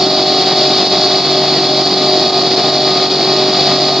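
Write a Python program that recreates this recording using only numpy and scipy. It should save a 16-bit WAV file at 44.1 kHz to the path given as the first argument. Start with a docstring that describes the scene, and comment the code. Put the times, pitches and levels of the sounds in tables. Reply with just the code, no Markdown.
"""A bright hiss over a thick machine hum: an industrial separator at steady speed, close by in a plant.
Material sprayed through the housing hisses and churned air roars; both pulse with each turn.
The rotor hums on many multiples of the shaft rate, and a drive whine beats against them.
The whole sound flutters and now and then dips briefly."""
import sys
import numpy as np
from scipy.fft import rfft, irfft, next_fast_len
from scipy.io import wavfile
from scipy.ndimage import uniform_filter1d, minimum_filter1d, map_coordinates

SR = 44100
rng = np.random.default_rng(int(sys.argv[2]) if len(sys.argv) > 2 else 0)


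def to_wav(sig):
    """Store sig (one row per channel, or 1-D mono) as 16-bit WAV at the path in sys.argv[1].

    Samples outside -1..1 are clipped; the rate is SR.
    """
    pcm = np.clip(np.atleast_2d(sig), -1, 1) * 32767
    pcm = np.round(pcm).astype(np.int16)
    wavfile.write(sys.argv[1], SR, pcm.T)  # frames by channels


N = 176400


# Colour of the spray: freq_hz, relative_db
HISS_SPECTRUM = [(2400, -38), (3000, -17), (3400, -7), (3900, -1.5), (4400, 1.5), (4950, -1.5),
                 (5300, -6.5), (5550, -10), (5800, -16), (6400, -21), (7400, -24)]
# Level ride of the spray: time_s, level_db
HISS_RIDE = [(0, -14), (.45, -15), (.72, -13), (1.25, -14.5), (1.75, -14.5), (2.3, -14.5), (2.8, -14.5),
             (3.27, -15), (3.42, -15.6), (3.66, -13.5), (4, -15.5)]
# Ringing of the steel wall under the spray: centre_hz, width_hz, boost_db
WALL_RESONANCES = [(3425, 50, 3.5), (3920, 50, 1), (4400, 18, 6), (4790, 70, 3.5), (7080, 250, 2)]

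def spray(shaft):
    """Material flung from the rotor hisses against the housing, pulsing with each turn."""
    level_db = curve(HISS_RIDE) + 0.18 * wobble(25)
    return amp(level_db) * housing_noise(HISS_SPECTRUM, pulsing(shaft, depth=0.075), WALL_RESONANCES)


# Partials of the hum: shaft_multiple, level_db
ROTOR_PARTIALS = [(1, -67), (2, -51), (3, -32), (4, -39), (5, -36.5), (6, -29.5), (7, -32.5), (8, -19.5),
                  (9, -35.5), (10, -47), (11, -44.5), (12, -39.5), (13, -27), (14, -35), (15, -24),
                  (16, -28), (17, -32), (18, -43), (19, -37.5), (20, -49.5), (23, -35), (24, -42),
                  (25, -42), (26, -35), (29, -45.5)]
SWELLING_MULTIPLES = (3, 8, 14, 15, 16)
# Slow swells of those partials: time_s, gain_3_db, gain_8_db, gain_14_db, gain_15_db, gain_16_db
ROTOR_SWELLS = [(0.151, -2.7, 0.13, 4, -0.37, 2.8), (0.55, 0.2, -0.84, -5.5, -0.3, 5),
                (1.0, -1.1, -1.1, 0.5, 0.4, 1.2), (1.351, 1.8, 0.98, -2, 0.7, -5.5),
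                (1.7, 2.5, -0.62, -1.5, -1.2, 0), (2.201, -2, 0.15, 3.8, 1.2, 0.5),
                (2.75, 1.1, -0.4, -0.5, 1.5, -1.5), (3.299, 0.5, 0.8, 0.5, -0.86, -2.4),
                (3.85, 3.5, -0.17, 9, 0.07, -3.5)]

def rotor_hum(shaft):
    """The rotor hums on multiples of the shaft rate: five swell slowly, the others waver slightly."""
    times, *gains_db = np.transpose(ROTOR_SWELLS)
    swell_db = {k: curve(np.transpose([times, db])) for k, db in zip(SWELLING_MULTIPLES, gains_db)}
    hum = np.zeros(N)
    for multiple, level_db in ROTOR_PARTIALS:
        slow_db = swell_db.get(multiple, 0.3 * wobble(3))
        flutter_db = 0.65 * wobble(18)
        hum += tone(multiple * shaft, level_db + slow_db + flutter_db)
    return hum


# Colour of the air in the housing: freq_hz, relative_db
ROAR_SPECTRUM = [(25, -42.5), (60, -32), (85, -23.5), (110, -15.5), (140, -7), (200, -4), (260, -3),
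                 (330, 2), (400, -2), (520, -6.5), (620, -2), (760, -1.5), (860, -8.5), (1000, -11.5),
                 (1200, -12.5), (1400, -16.5), (1700, -18), (2400, -14.5), (3000, -15.5), (4500, -13.5),
                 (8000, -41)]
# High-shelf ride on the roar: time_s, gain_db
ROAR_BRIGHTNESS = [(0, 0.4), (.6, 2), (1.3, 1.7), (2.2, -0.2), (2.8, 0.5), (3.4, 1), (3.67, 3.5), (4, -0.6)]

def housing_roar(shaft, shelf_hz=1200):
    """Churned air roars, pulsing with each turn; it slowly brightens and dulls."""
    level_db = -19 + 0.85 * wobble(30)
    air = amp(level_db) * housing_noise(ROAR_SPECTRUM, pulsing(shaft, depth=0.16))
    upper = highpass(air, shelf_hz, steepness=10)
    return air + upper * (amp(curve(ROAR_BRIGHTNESS)) - 1)


# Partials of the whine: pitch_multiple, base_level_db
WHINE_PARTIALS = [(1, -28.5), (2, -36), (3, -43), (4, -43.5)]
# Ride on the whine's overtones: time_s, gain_db
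OVERTONE_RIDE = [(0, -5.5), (.5, -2.5), (1.2, -8), (1.8, -8), (2.15, -1.5), (2.9, 2), (3.6, 0.5), (4, 0.5)]

def drive_whine(pitch_hz=614.3):
    """The drive beats against the rotor's 13th partial; its overtones grow halfway through."""
    angle = spin(pitch_hz, drift=0.00081)
    fundamental, *overtones = [tone(k * angle, db + 2.1 * wobble(18)) for k, db in WHINE_PARTIALS]
    return fundamental + amp(curve(OVERTONE_RIDE)) * sum(overtones)


def rotor_buzz(shaft):
    """Weak high multiples of the shaft rate put a faint buzz on the hum."""
    return sum(tone(multiple * shaft, db=-51.5) for multiple in range(30, 54))


# Brief dips in the whole sound: centre_s, depth_db, width_s
LEVEL_DIPS = [(0.09, 4.5, 0.02), (0.249, 2.5, 0.02), (0.547, 2.5, 0.017), (0.89, 4, 0.023),
              (1.21, 3.7, 0.02), (1.47, 1.5, 0.032), (1.678, 3.5, 0.023), (1.845, 2.5, 0.022),
              (2.318, 5, 0.015), (2.494, 3, 0.016), (2.558, 7.5, 0.0056), (2.713, 3, 0.019),
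              (3.088, 2.5, 0.035), (3.189, 2, 0.049)]

def flutter_and_dips():
    """Gain of the whole mix: a slight flutter and bell-shaped dips."""
    t = np.arange(N) / SR
    dips_db = sum(depth * .5 ** ((2 * (t - centre) / width) ** 2) for centre, depth, width in LEVEL_DIPS)
    flutter_db = 0.7 * wobble(45)
    return amp(flutter_db - dips_db + dips_db.mean())


# Stereo width of hiss and roar: freq_hz, side_over_mid_db
STEREO_WIDTH = [(25, -17), (60, -30.5), (125, -50.5), (280, -58), (900, -56.5), (1150, -46), (1500, -32.5),
                (2600, -31.5), (3200, -32), (3600, -22.5), (4200, -12.5), (4950, -11.5), (5200, -7.5),
                (5600, -1), (6000, -2.5), (6500, -6.5), (7100, -9)]
# Phase between the ears, negative where the left lags: freq_hz, left_lead_rad
STEREO_PHASE = [(3300, 0), (3900, -.18), (4500, -0.66), (7200, -.45)]

def housing_noise(spectrum, pulse, resonances=(), ripple_spacing_hz=27.77):
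    """Pulsing noise of rms 1 coloured by the housing, near mono in the bass and wide in the treble."""
    def colour(hz):
        spread = np.arctan(amp(along(STEREO_WIDTH, hz)))
        # the housing's many weaker resonances, about 1 dB deep
        ripple_db = map_coordinates(rng.standard_normal(2048), [hz / ripple_spacing_hz], mode="mirror")
        peaks_db = sum(db / (1 + (2 * (hz - centre) / width) ** 2) for centre, width, db in resonances)
        gain = amp(along(spectrum, hz) + ripple_db + peaks_db)
        return gain * np.array([np.cos(spread), np.sin(spread)])
    mid, side = filtered(pulse * rng.standard_normal((2, N)), colour)
    stereo = np.array([mid + side, mid - side])
    return unit(filtered(stereo, lambda hz: np.exp(.5j * np.outer([1, -1], along(STEREO_PHASE, hz)))))


def pulsing(angle, depth):
    """A lumpy gain pattern that repeats once a turn."""
    lumps = unit(sum(tone(k * angle, db=0) / np.sqrt(k) for k in range(1, 9)))
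    return unit(np.exp(depth * lumps))


def spin(hz, drift):
    """Angle of a turning part whose speed wanders by the fraction drift."""
    return 2 * np.pi * np.cumsum(hz * (1 + drift * wobble(4))) / SR


def tone(angle, db):
    """A sine of the given rms level with a random starting phase."""
    return np.sqrt(2) * amp(db) * np.sin(angle + rng.uniform(0, 2 * np.pi))


def wobble(rate):
    """A smooth random curve of rms near 1, rate knots a second."""
    knots = rng.standard_normal(int(N * rate / SR) + 4)
    return map_coordinates(knots, [np.arange(N) * rate / SR], mode="mirror")


def amp(db):
    """Decibels to gain."""
    return 10 ** (np.asarray(db) / 20)


def unit(x):
    """Scaled to rms 1."""
    return x / np.sqrt(np.mean(x ** 2) + 1e-20)


def along(points, hz):
    """(freq_hz, value) points read on a log frequency axis."""
    freqs, values = np.transpose(points)
    return np.interp(np.log(hz + 1), np.log(freqs + 1), values)


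def curve(points):
    """(time_s, value) points as one value per sample."""
    return np.interp(np.arange(N) / SR, *np.transpose(points))


def filtered(x, response):
    """x shaped by a complex frequency response."""
    size = next_fast_len(N + SR // 2)
    return irfft(rfft(x, size) * response(np.fft.rfftfreq(size, 1 / SR)), size)[..., :N]


def highpass(x, corner_hz, steepness):
    """x rolled off below the corner."""
    return filtered(x, lambda hz: 1 - 1 / (1 + (hz / corner_hz) ** steepness))


def scene(shaft_hz=47.43):
    """One shaft drives the hum, buzz, roar and hiss; the whine runs at its own pitch."""
    shaft = spin(shaft_hz, drift=0.00023)
    gain = flutter_and_dips()
    return gain * (rotor_hum(shaft) + rotor_buzz(shaft) + drive_whine() + housing_roar(shaft) + spray(shaft))


def record(dry, ceiling=.97, top_hz=7490):
    """Trim the deep bass, limit the highest peaks and cut the top treble."""
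    lean = highpass(dry, corner_hz=40, steepness=4)
    needed_gain = ceiling / np.maximum(np.abs(lean).max(axis=0), ceiling)
    limiter_gain = uniform_filter1d(minimum_filter1d(needed_gain, size=177), size=177)  # 4 ms windows
    return filtered(lean * limiter_gain, lambda hz: hz < top_hz)


dry = scene()
out = record(dry)
to_wav(out)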